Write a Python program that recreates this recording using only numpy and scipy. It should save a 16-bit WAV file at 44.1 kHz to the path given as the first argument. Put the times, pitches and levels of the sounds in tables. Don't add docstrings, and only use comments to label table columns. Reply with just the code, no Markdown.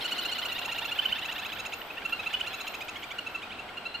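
import sys
import numpy as np
from scipy import signal
from scipy.fft import rfft, irfft
from scipy.io import wavfile
from scipy.ndimage import uniform_filter1d

SR = 44100
rng = np.random.default_rng(int(sys.argv[2]) if len(sys.argv) > 2 else 0)


def materialize(psi):
    bounded = np.clip(np.atleast_2d(psi).T, -1, 1)
    quanta = np.round(bounded * 32767).astype(np.int16)
    wavfile.write(sys.argv[1], SR, quanta)


N = 4 * SR
TIME_S = np.arange(N) / SR
CUTOFF_HZ = 15750

AIR_SPECTRUM = [(20, -32), (40, -8.5), (65, 2.5), (95, -8), (160, -8.5), (250, -3.5), (552, -3), (722, 0.5),
                (1270, -4), (1410, 0.5), (1710, -6.5), (2920, -4.5), (4200, -14.5), (4900, -20),
                (6730, -28.5), (12800, -34), (15500, -37.5)]
AIR_TREND = [(0, 5.5), (.7, 2), (2, 1), (4, -1)]  # time_s, gain_db above RUMBLE_HZ
HISS_TREND = [(0, 4), (1.3, 4.5), (1.8, 1), (2.4, 5.5), (3.2, 2.5), (4, 0.5)]  # time_s, gain_db above HISS_HZ
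AIR_COHERENCE = [(200, 0.98), (500, 0.86), (1000, 0.63), (2000, 0.46), (4000, 0.11)]  # freq_hz, left_right_correlation
AIR_HUMS = [(728, 56, -60), (1383, 23, -59.5)]  # freq_hz, width_hz, level_db
AIR_DB, RUMBLE_HZ, HISS_HZ, PATCH_DB = -41.5, 300, 3970, 1

WHINE_LEVEL = [(0, -62), (.75, -56.5), (1.2, -61.5), (1.6, -58.5), (2.2, -67.5), (2.78, -58.5), (2.92, -71),
               (3.03, -64), (3.5, -78), (4, -78)]
# freq_hz, waver_hz, gain_db, left_minus_right_db
WHINE_TONES = [(13659, 6, 0, 2), (13800, 8, -17, 2)]
FAINT_TONES = [(7852, 3, -78, -3), (7882, 2, -78, -3)]
MOTOR_STEP_HZ, SWAY_RAD, THROB_DEPTH, FLICKER_DB, WHINE_HISS_DB = 47, 0.95, 0.4, 2.7, -8

DROPS = [(.666, 754, 0.12, -38.5, -70), (.681, 1005, 0.023, -30.5, -66), (.749, 798, 0.072, -37.5, -68),
         (.819, 860, 0.04, -37, -66), (2.096, 1110, 0.012, -33, -37.5)]

ECHO_RISE = [(2, -14), (3.2, 1), (3.3, 16), (3.6, 19), (4, -8)]  # time_s, gain_db
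BANK_COLOUR = [(500, -4), (1400, -15), (2200, -8), (2750, -4.5), (3400, -4.5), (4200, 6.5), (5500, 1),
               (9000, -17), (15000, -10)]
ECHO_DELAY_S, ECHO_BASE_DB, REEDS_BASE_DB, REEDS_T60_S = 0.0255, -25, -6.5, 0.33

PORT_PHASE = [(0, 0), (2500, -0.11), (3620, -0.47), (4050, 0.71), (6720, -0.92), (7920, -1.55),
              (12100, 0.66), (15200, 0.0)]
# freq_hz, left_minus_right_db
BUZZY_BALANCE = [(1000, -0.5), (2900, -3), (3600, -3), (4200, 9), (7000, 4), (14000, -7)]
SHRILL_BALANCE = [(1400, -2.5), (2900, -3), (3500, -3), (4200, 6.5), (5500, 5.5), (7000, -3), (10000, -5),
                  (14000, -4)]

# start_s, length_s, pitch_hz, scoop_ratio, droop_ratio, low_db, upper_db
BUZZY_NOTES = [(0.007, 0.034, 1142, 0.26, 0.17, -39.5, -49), (0.077, 0.029, 1088, 0.32, 0.1, -41.5, -50.5),
               (0.146, 0.034, 1082, 0.27, 0.11, -43, -50.5), (0.212, 0.034, 1089, 0.29, 0.21, -42.5, -49),
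               (0.281, 0.029, 1114, 0.27, 0.13, -39, -51.5), (0.346, 0.029, 1087, 0.29, 0.21, -37.5, -51),
               (0.415, 0.029, 1084, 0.3, 0.11, -36.5, -50.5), (0.482, 0.03, 1048, 0.28, 0.13, -38.5, -48.5),
               (0.547, 0.031, 978, 0.17, 0.054, -36.5, -43.5), (0.614, 0.027, 990, 0.32, 0.066, -36, -46),
               (0.678, 0.03, 969, 0.29, 0.014, -34, -48), (0.746, 0.029, 995, 0.33, 0.096, -36.5, -48),
               (0.811, 0.031, 936, 0.25, 0.00088, -37.5, -41), (0.879, 0.027, 915, 0.29, 0.07, -39.5, -40),
               (0.946, 0.033, 847, 0.2, -0.088, -46.5, -42), (1.014, 0.031, 917, 0.21, 0.11, -38, -42),
               (1.082, 0.031, 910, 0.29, -0.07, -39.5, -41), (1.147, 0.03, 930, 0.34, 0.044, -37.5, -41.5),
               (1.213, 0.03, 973, 0.26, -0.07, -36.5, -46), (1.277, 0.033, 952, 0.26, -0.045, -34.5, -48),
               (1.348, 0.028, 929, 0.3, -0.05, -38.5, -44.5), (1.415, 0.03, 897, 0.22, -0.046, -41, -42.5),
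               (1.486, 0.025, 812, 0.12, -0.16, -48, -41.5), (1.555, 0.027, 787, 0.12, -0.28, -46.5, -44.5),
               (1.813, 0.0098, 1020, 0.205, 0.11, -38.5, -62),
               (1.968, 0.022, 903, 0.042, -0.11, -39.5, -53), (2.013, 0.0214, 783, 0.14, -0.15, -46.5, -50),
               (2.087, 0.022, 850, 0.24, -0.08, -47, -46), (2.228, 0.022, 848, 0.29, -0.076, -45, -44.5),
               (2.295, 0.028, 886, 0.23, -0.017, -43, -46), (2.358, 0.029, 880, 0.13, 0.064, -48, -48),
               (2.429, 0.03, 824, 0.046, -0.22, -47, -49), (2.497, 0.033, 871, 0.2, 0.0095, -46, -46.5),
               (2.572, 0.037, 901, 0.052, 0.26, -45, -52), (2.639, 0.022, 802, 0.25, -0.012, -50, -49)]
# start_s, length_s, pitch_hz, scoop_ratio, droop_ratio, second_db, third_db, upper_db
SHRILL_NOTES = [(0.041, 0.029, 1545, 0.25, 0.11, -29, -42.5, -57),
                (0.11, 0.028, 1538, 0.23, 0.11, -27.5, -42.5, -56.5),
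                (0.177, 0.027, 1547, 0.24, 0.13, -28.5, -41, -57.5),
                (0.248, 0.022, 1467, 0.2, 0.057, -29.5, -39.5, -50.5),
                (0.313, 0.027, 1540, 0.25, 0.14, -28.5, -40.5, -57.5),
                (0.379, 0.025, 1507, 0.27, 0.069, -30, -43, -55),
                (0.447, 0.023, 1506, 0.34, 0.073, -29.5, -50, -55),
                (0.513, 0.023, 1466, 0.25, 0.11, -31, -47.5, -53.5),
                (0.58, 0.021, 1432, 0.37, 0.038, -33, -46, -51),
                (0.645, 0.023, 1398, 0.31, 0.027, -34, -46.5, -48),
                (0.712, 0.026, 1426, 0.27, 0.058, -32.5, -46, -50),
                (0.776, 0.025, 1485, 0.4, 0.098, -29.5, -48, -54),
                (0.844, 0.023, 1440, 0.35, 0.066, -32, -47.5, -52),
                (0.909, 0.026, 1503, 0.34, 0.11, -28, -47.5, -58.5),
                (1.177, 0.024, 1385, 0.38, 0.00024, -35, -49, -53.5),
                (1.243, 0.026, 1370, 0.37, 0.02, -35.5, -47.5, -50),
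                (1.312, 0.023, 1365, 0.37, 0.013, -37, -47, -49),
                (1.379, 0.027, 1367, 0.37, 0.036, -36.5, -45.5, -49.5),
                (1.447, 0.026, 1362, 0.36, 0.031, -36, -45.5, -50.5),
                (1.518, 0.024, 1330, 0.36, -0.0098, -37.5, -44.5, -49.5),
                (1.584, 0.029, 1359, 0.26, 0.021, -37, -45, -47),
                (1.648, 0.028, 1426, 0.48, 0.11, -35, -50, -50),
                (1.72, 0.028, 1366, 0.43, -0.016, -35, -49, -48),
                (1.901, 0.013, 1267, 0.03, -0.1, -37.5, -57, -73),
                (2.05, 0.018, 1366, 0.038, -0.0081, -28.5, -50, -52.5),
                (2.122, 0.02, 1397, 0.076, -0.0037, -26, -46.5, -57.5),
                (2.19, 0.021, 1320, 0.11, 0.034, -33, -46, -54),
                (2.259, 0.024, 1363, 0.15, 0.016, -28.5, -46, -54),
                (2.462, 0.027, 1448, 0.32, 0.069, -32.5, -47, -53.5),
                (2.53, 0.026, 1408, 0.33, 0.098, -36.5, -47, -50.5),
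                (2.6, 0.023, 1395, 0.22, 0.068, -38, -43.5, -50),
                (2.667, 0.023, 1435, 0.42, 0.053, -34, -46.5, -49.5),
                (2.736, 0.023, 1330, 0.48, -0.0079, -36, -50, -47),
                (2.805, 0.026, 1288, 0.31, 0.011, -36.5, -49, -51.5),
                (2.88, 0.021, 1302, 0.31, -0.045, -36.5, -49, -49.5),
                (2.952, 0.026, 1142, 0.29, 0.039, -41, -46, -66),
                (3.022, 0.03, 1180, 0.52, -0.05, -40, -49, -64),
                (3.103, 0.025, 1158, 0.3, -0.052, -39.5, -46, -64),
                (3.183, 0.015, 1468, 0.13, 0.037, -30, -47.5, -56),
                (3.263, 0.021, 1363, 0.077, 0.073, -33.5, -51.5, -55.5),
                (3.346, 0.021, 1354, 0.035, 0.036, -31.5, -51.5, -57.5),
                (3.417, 0.031, 1274, 0.34, 0.025, -40, -50.5, -62.5),
                (3.502, 0.033, 1173, 0.25, -0.26, -43.5, -48.5, -79),
                (3.586, 0.021, 1412, 0.15, 0.074, -38, -58, -63.5),
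                (3.683, 0.016, 1108, 0.44, -0.03, -44.5, -53, -73),
                (3.769, 0.02, 1424, 0.043, 0.04, -36.5, -52.5, -64),
                (3.853, 0.024, 1363, 0.044, -0.014, -33.5, -42.5, -62),
                (3.941, 0.023, 1452, 0.12, 0.045, -33, -42, -66)]
# start_s, length_s, break_ratio, whistle_hz, whistle_db, lead_db, upper_db, buzz_depth
BREAKING_NOTES = [(0.976, 0.026, 0.57, 3077, -20, -30, -51, 0.03),
                  (1.042, 0.024, 0.65, 3045, -19.5, -30, -49, 0.04),
                  (1.11, 0.025, 0.68, 3060, -20.5, -30, -50, 0),
                  (2.327, 0.0285, 0.48, 2980, -23.5, -31, -43, 0.25),
                  (2.395, 0.024, 0.7, 3037, -24, -31.5, -46, 0.14)]
# freq_hz, gain_db
BUZZY_THROAT = [(800, -8.5), (1100, -14), (1600, -1.5), (2450, -2.5), (2900, 7), (3600, 3), (4250, -11),
                (4800, -20), (5400, -21), (6100, -60), (7000, -39), (11500, -28.5), (15000, -46)]
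SHRILL_THROAT = [(1000, -12.5), (1450, -6), (2100, 6), (2850, 4.5), (3080, 7.5), (3350, -4.5),
                 (4300, -17.5), (5400, -21), (6050, -25.5), (6700, -12.5), (7300, -19.5), (7900, -33.5),
                 (9500, -22), (11000, -40.5), (12200, -36), (15500, -42)]
WHISTLE_COLOUR = [(1500, -18), (2800, -2.5), (3200, -0.5), (4500, -35), (7600, -45), (9100, -37),
                  (10600, -45), (12200, -35), (15000, -58)]
BUZZY_VOICE = dict(attack=0.44, release=0.31, start=0.34, jitter=0.015, flutter=0.19, rasp=0.041, gain_db=1)
SHRILL_VOICE = dict(attack=0.47, release=0.29, start=0.49, push_db=26, jitter=0.0064, flutter=0.053, rasp=0.031, gain_db=0.66)
HOOK_DEPTH, HOOK_SPAN = 0.064, 0.061
GROWL_HZ, BREAK_PITCH_RATIO, BREAK_S, WHISTLE_RELEASE_S = 871, 0.95, 0.0011, 0.0038
LEAD_SWELL_DB, BUZZ_HZ, BUZZ_RAD = 17.5, 450, 0.6


def amp(db):
    return 10 ** (np.asarray(db) / 20)


def unit(x):
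    return x / np.sqrt(np.mean(abs(x) ** 2) + 1e-20)


def at_hz(points, hz):
    knots_hz, values = np.transpose(points)
    return np.interp(np.log(hz + 1), np.log(knots_hz + 1), values)


def at_time(points, time_s):
    return np.interp(time_s, *np.transpose(points))


def add(mix, start_s, sound):
    part = mix[max(round(start_s * SR), 0):][:len(sound)]
    part += sound[:len(part)]


def wobble(samples):
    return unit(uniform_filter1d(uniform_filter1d(rng.standard_normal(N), samples), samples))


def narrow_noise(centre_hz, width_hz):
    hz = np.fft.rfftfreq(N, 1 / SR)
    return unit(irfft(rfft(rng.standard_normal(N)) / (1 + (2 * (hz - centre_hz) / width_hz) ** 2), N))


def tones(rows, sway_rad=0):
    out = np.zeros((2, N))
    for hz, waver_hz, db, side_db in rows:
        phase = 2 * np.pi * np.cumsum(hz + waver_hz * wobble(1500)) / SR + sway_rad
        out += np.sqrt(2) * amp(db + np.array([[.5], [-.5]]) * side_db) * np.sin(phase)
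    return out


def air():
    frames, hz = N // 256 + 5, np.fft.rfftfreq(1024, 1 / SR)
    t = np.arange(frames)[:, None] * 256 / SR
    noise = rng.standard_normal((5, frames, len(hz)))
    left, independent = noise[0] + 1j * noise[1], noise[2] + 1j * noise[3]
    patches = unit(uniform_filter1d(uniform_filter1d(noise[4], 12, axis=0), 10, axis=1))
    coherence = at_hz(AIR_COHERENCE, hz)
    right = coherence * left + np.sqrt(1 - coherence ** 2) * independent
    trend_db = at_time(AIR_TREND, t) * hz / (hz + RUMBLE_HZ)
    trend_db += at_time(HISS_TREND, t) * hz ** 2 / (hz ** 2 + HISS_HZ ** 2)
    spectra = np.array([left, right]) * amp(at_hz(AIR_SPECTRUM, hz) + trend_db + PATCH_DB * patches)
    wind = signal.istft(spectra.transpose(0, 2, 1), nperseg=1024, noverlap=768)[1][:, :N]
    hums = sum(amp(db) * narrow_noise(hz, width_hz) for hz, width_hz, db in AIR_HUMS)
    return amp(AIR_DB) * unit(wind) + hums


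def zoom_motor():
    hiss = np.array([narrow_noise(centre_hz=13690, width_hz=200) for _ in range(2)])
    level = amp(at_time(WHINE_LEVEL, TIME_S) + FLICKER_DB * wobble(1200))
    step_rad = 2 * np.pi * MOTOR_STEP_HZ * TIME_S
    whine = (1 + THROB_DEPTH * np.cos(step_rad)) * tones(WHINE_TONES, SWAY_RAD * np.sin(step_rad))
    return level * (whine + amp(WHINE_HISS_DB) * hiss) + tones(FAINT_TONES)


def drops():
    out, t = np.zeros(N), TIME_S[:SR // 10]
    for start_s, hz, t60_s, bubble_db, splash_db in DROPS:
        splash = unit(signal.lfilter([1], [1, -.7], rng.standard_normal(len(t))))
        bubble = amp(bubble_db - 60 * t / t60_s) * np.sin(2 * np.pi * hz * t * (1 + 4 * t))
        add(out, start_s, bubble + amp(splash_db) * splash * np.exp(-t / 0.0011))
    return out


def bank(calls):
    t = TIME_S[:SR // 2]
    tail = rng.standard_normal((2, len(t))) * amp(-60 * t / REEDS_T60_S) * np.minimum(t / 0.0079, 1)
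    tail = amp(REEDS_BASE_DB) * tail / np.linalg.norm(tail[0])
    delayed = np.pad(calls, (round(ECHO_DELAY_S * SR), 0))[:N]
    echo = delayed * amp(ECHO_BASE_DB + at_time(ECHO_RISE, TIME_S))
    colour = amp(at_hz(BANK_COLOUR, np.fft.rfftfreq(2 * N, 1 / SR)))
    return irfft((rfft(calls, 2 * N) * rfft(tail, 2 * N) + rfft(echo, 2 * N)) * colour)[:, :N]


def mic_ports(bird, balance):
    hz = np.fft.rfftfreq(2 * N, 1 / SR)
    left_gain = amp(at_hz(balance, hz) / 2) * np.exp(.5j * at_hz(PORT_PHASE, hz))
    return irfft(rfft(bird, 2 * N) * np.array([left_gain, 1 / left_gain]))[:, :N]


def hook(progress):
    return HOOK_DEPTH * np.exp((progress - 1) / HOOK_SPAN)


def trill(notes, throat, attack, release, start, jitter, flutter, rasp, gain_db, push_db=0):
    out, drift, shake, grain = np.zeros(N), wobble(40), wobble(50), wobble(10)
    for start_s, length_s, pitch_hz, scoop, droop, partials in notes:
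        span = int(start_s * SR) + np.arange(int(length_s * SR))
        progress = np.linspace(0, 1, len(span))
        sag = scoop * (1 - progress) ** 3 + droop * progress ** 3 + hook(progress)
        hz = pitch_hz * (1 - sag) * (1 + jitter * drift[span])
        phase = 2 * np.pi * np.cumsum(hz) / SR + rasp * grain[span]
        envelope = np.interp(progress, [0, attack], [start, 1]) * np.minimum(progress / 0.069, 1)
        envelope *= np.sin(np.pi / 2 * np.minimum((1 - progress) / release, 1))
        envelope *= amp(gain_db - push_db * sag) * (1 + flutter * shake[span])
        tone = sum(amp(db + at_hz(throat, k * hz) - at_hz(throat, anchor * pitch_hz)) * np.sin(k * phase)
                   for k, (anchor, db) in enumerate(partials, 1))
        add(out, start_s, np.sqrt(2) * envelope * tone)
    return out


def buzzy_bird():
    notes = [(*shape, [(3, low_db)] * 3 + [(4, upper_db)] * 10)
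             for *shape, low_db, upper_db in BUZZY_NOTES]
    return trill(notes, BUZZY_THROAT, **BUZZY_VOICE)


def shrill_bird():
    notes = [(*shape, [(2, second_db)] * 2 + [(3, third_db)] + [(5, upper_db)] * 4 + [(2, second_db)] * 4)
             for *shape, second_db, third_db, upper_db in SHRILL_NOTES]
    return trill(notes, SHRILL_THROAT, **SHRILL_VOICE)


def breaking_notes():
    out, drift, grain = np.zeros(N), wobble(40), wobble(10)
    for start_s, length_s, break_at, whistle_hz, whistle_db, lead_db, upper_db, depth in BREAKING_NOTES:
        span = int(start_s * SR) + np.arange(int(length_s * SR))
        t, progress = TIME_S[:len(span)], np.linspace(0, 1, len(span))
        flip = .5 + .5 * np.tanh((progress - break_at) * length_s / BREAK_S / 2)
        climb = np.minimum(progress / break_at, 1)
        top_hz = whistle_hz / 2
        break_hz = BREAK_PITCH_RATIO * top_hz
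        hz = (1 - flip) * (GROWL_HZ + (break_hz - GROWL_HZ) * climb ** 0.788) + flip * top_hz
        hz *= 1 - hook(progress) + 0.0043 * drift[span]
        buzz = depth * np.sin(2 * np.pi * BUZZ_HZ * t)
        phase = 2 * np.pi * np.cumsum(hz) / SR + BUZZ_RAD * buzz + 0.029 * grain[span]
        partials_db = [lead_db, lead_db, lead_db + 3] + [upper_db - at_hz(SHRILL_THROAT, 5 * break_hz)] * 7
        lead = sum(amp(db + at_hz(SHRILL_THROAT, k * hz) - 3.5) * np.sin(k * phase)
                   for k, db in enumerate(partials_db, 1))
        lead *= amp(LEAD_SWELL_DB * (climb - 1))
        whistle = sum(amp(whistle_db + at_hz(WHISTLE_COLOUR, k * hz)) * np.sin(k * phase)
                      for k in range(1, 11))
        release = np.sin(np.pi / 2 * np.minimum((length_s - t) / WHISTLE_RELEASE_S, 1))
        envelope = np.minimum(t / 0.002, 1) * release * (1 + .5 * buzz)
        add(out, start_s, np.sqrt(2) * envelope * ((1 - flip) * lead + flip * whistle))
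    return out


def scene():
    shrill, buzzy = shrill_bird() + breaking_notes(), buzzy_bird()
    direct = mic_ports(shrill, SHRILL_BALANCE) + mic_ports(buzzy, BUZZY_BALANCE)
    return direct + bank(shrill + buzzy) + drops() + air() + zoom_motor()


def record(dry):
    lowpass = signal.firwin(511, CUTOFF_HZ, window=("kaiser", 9), fs=SR)
    return signal.oaconvolve(dry, lowpass[None], "same")


dry = scene()
out = record(dry)
materialize(out)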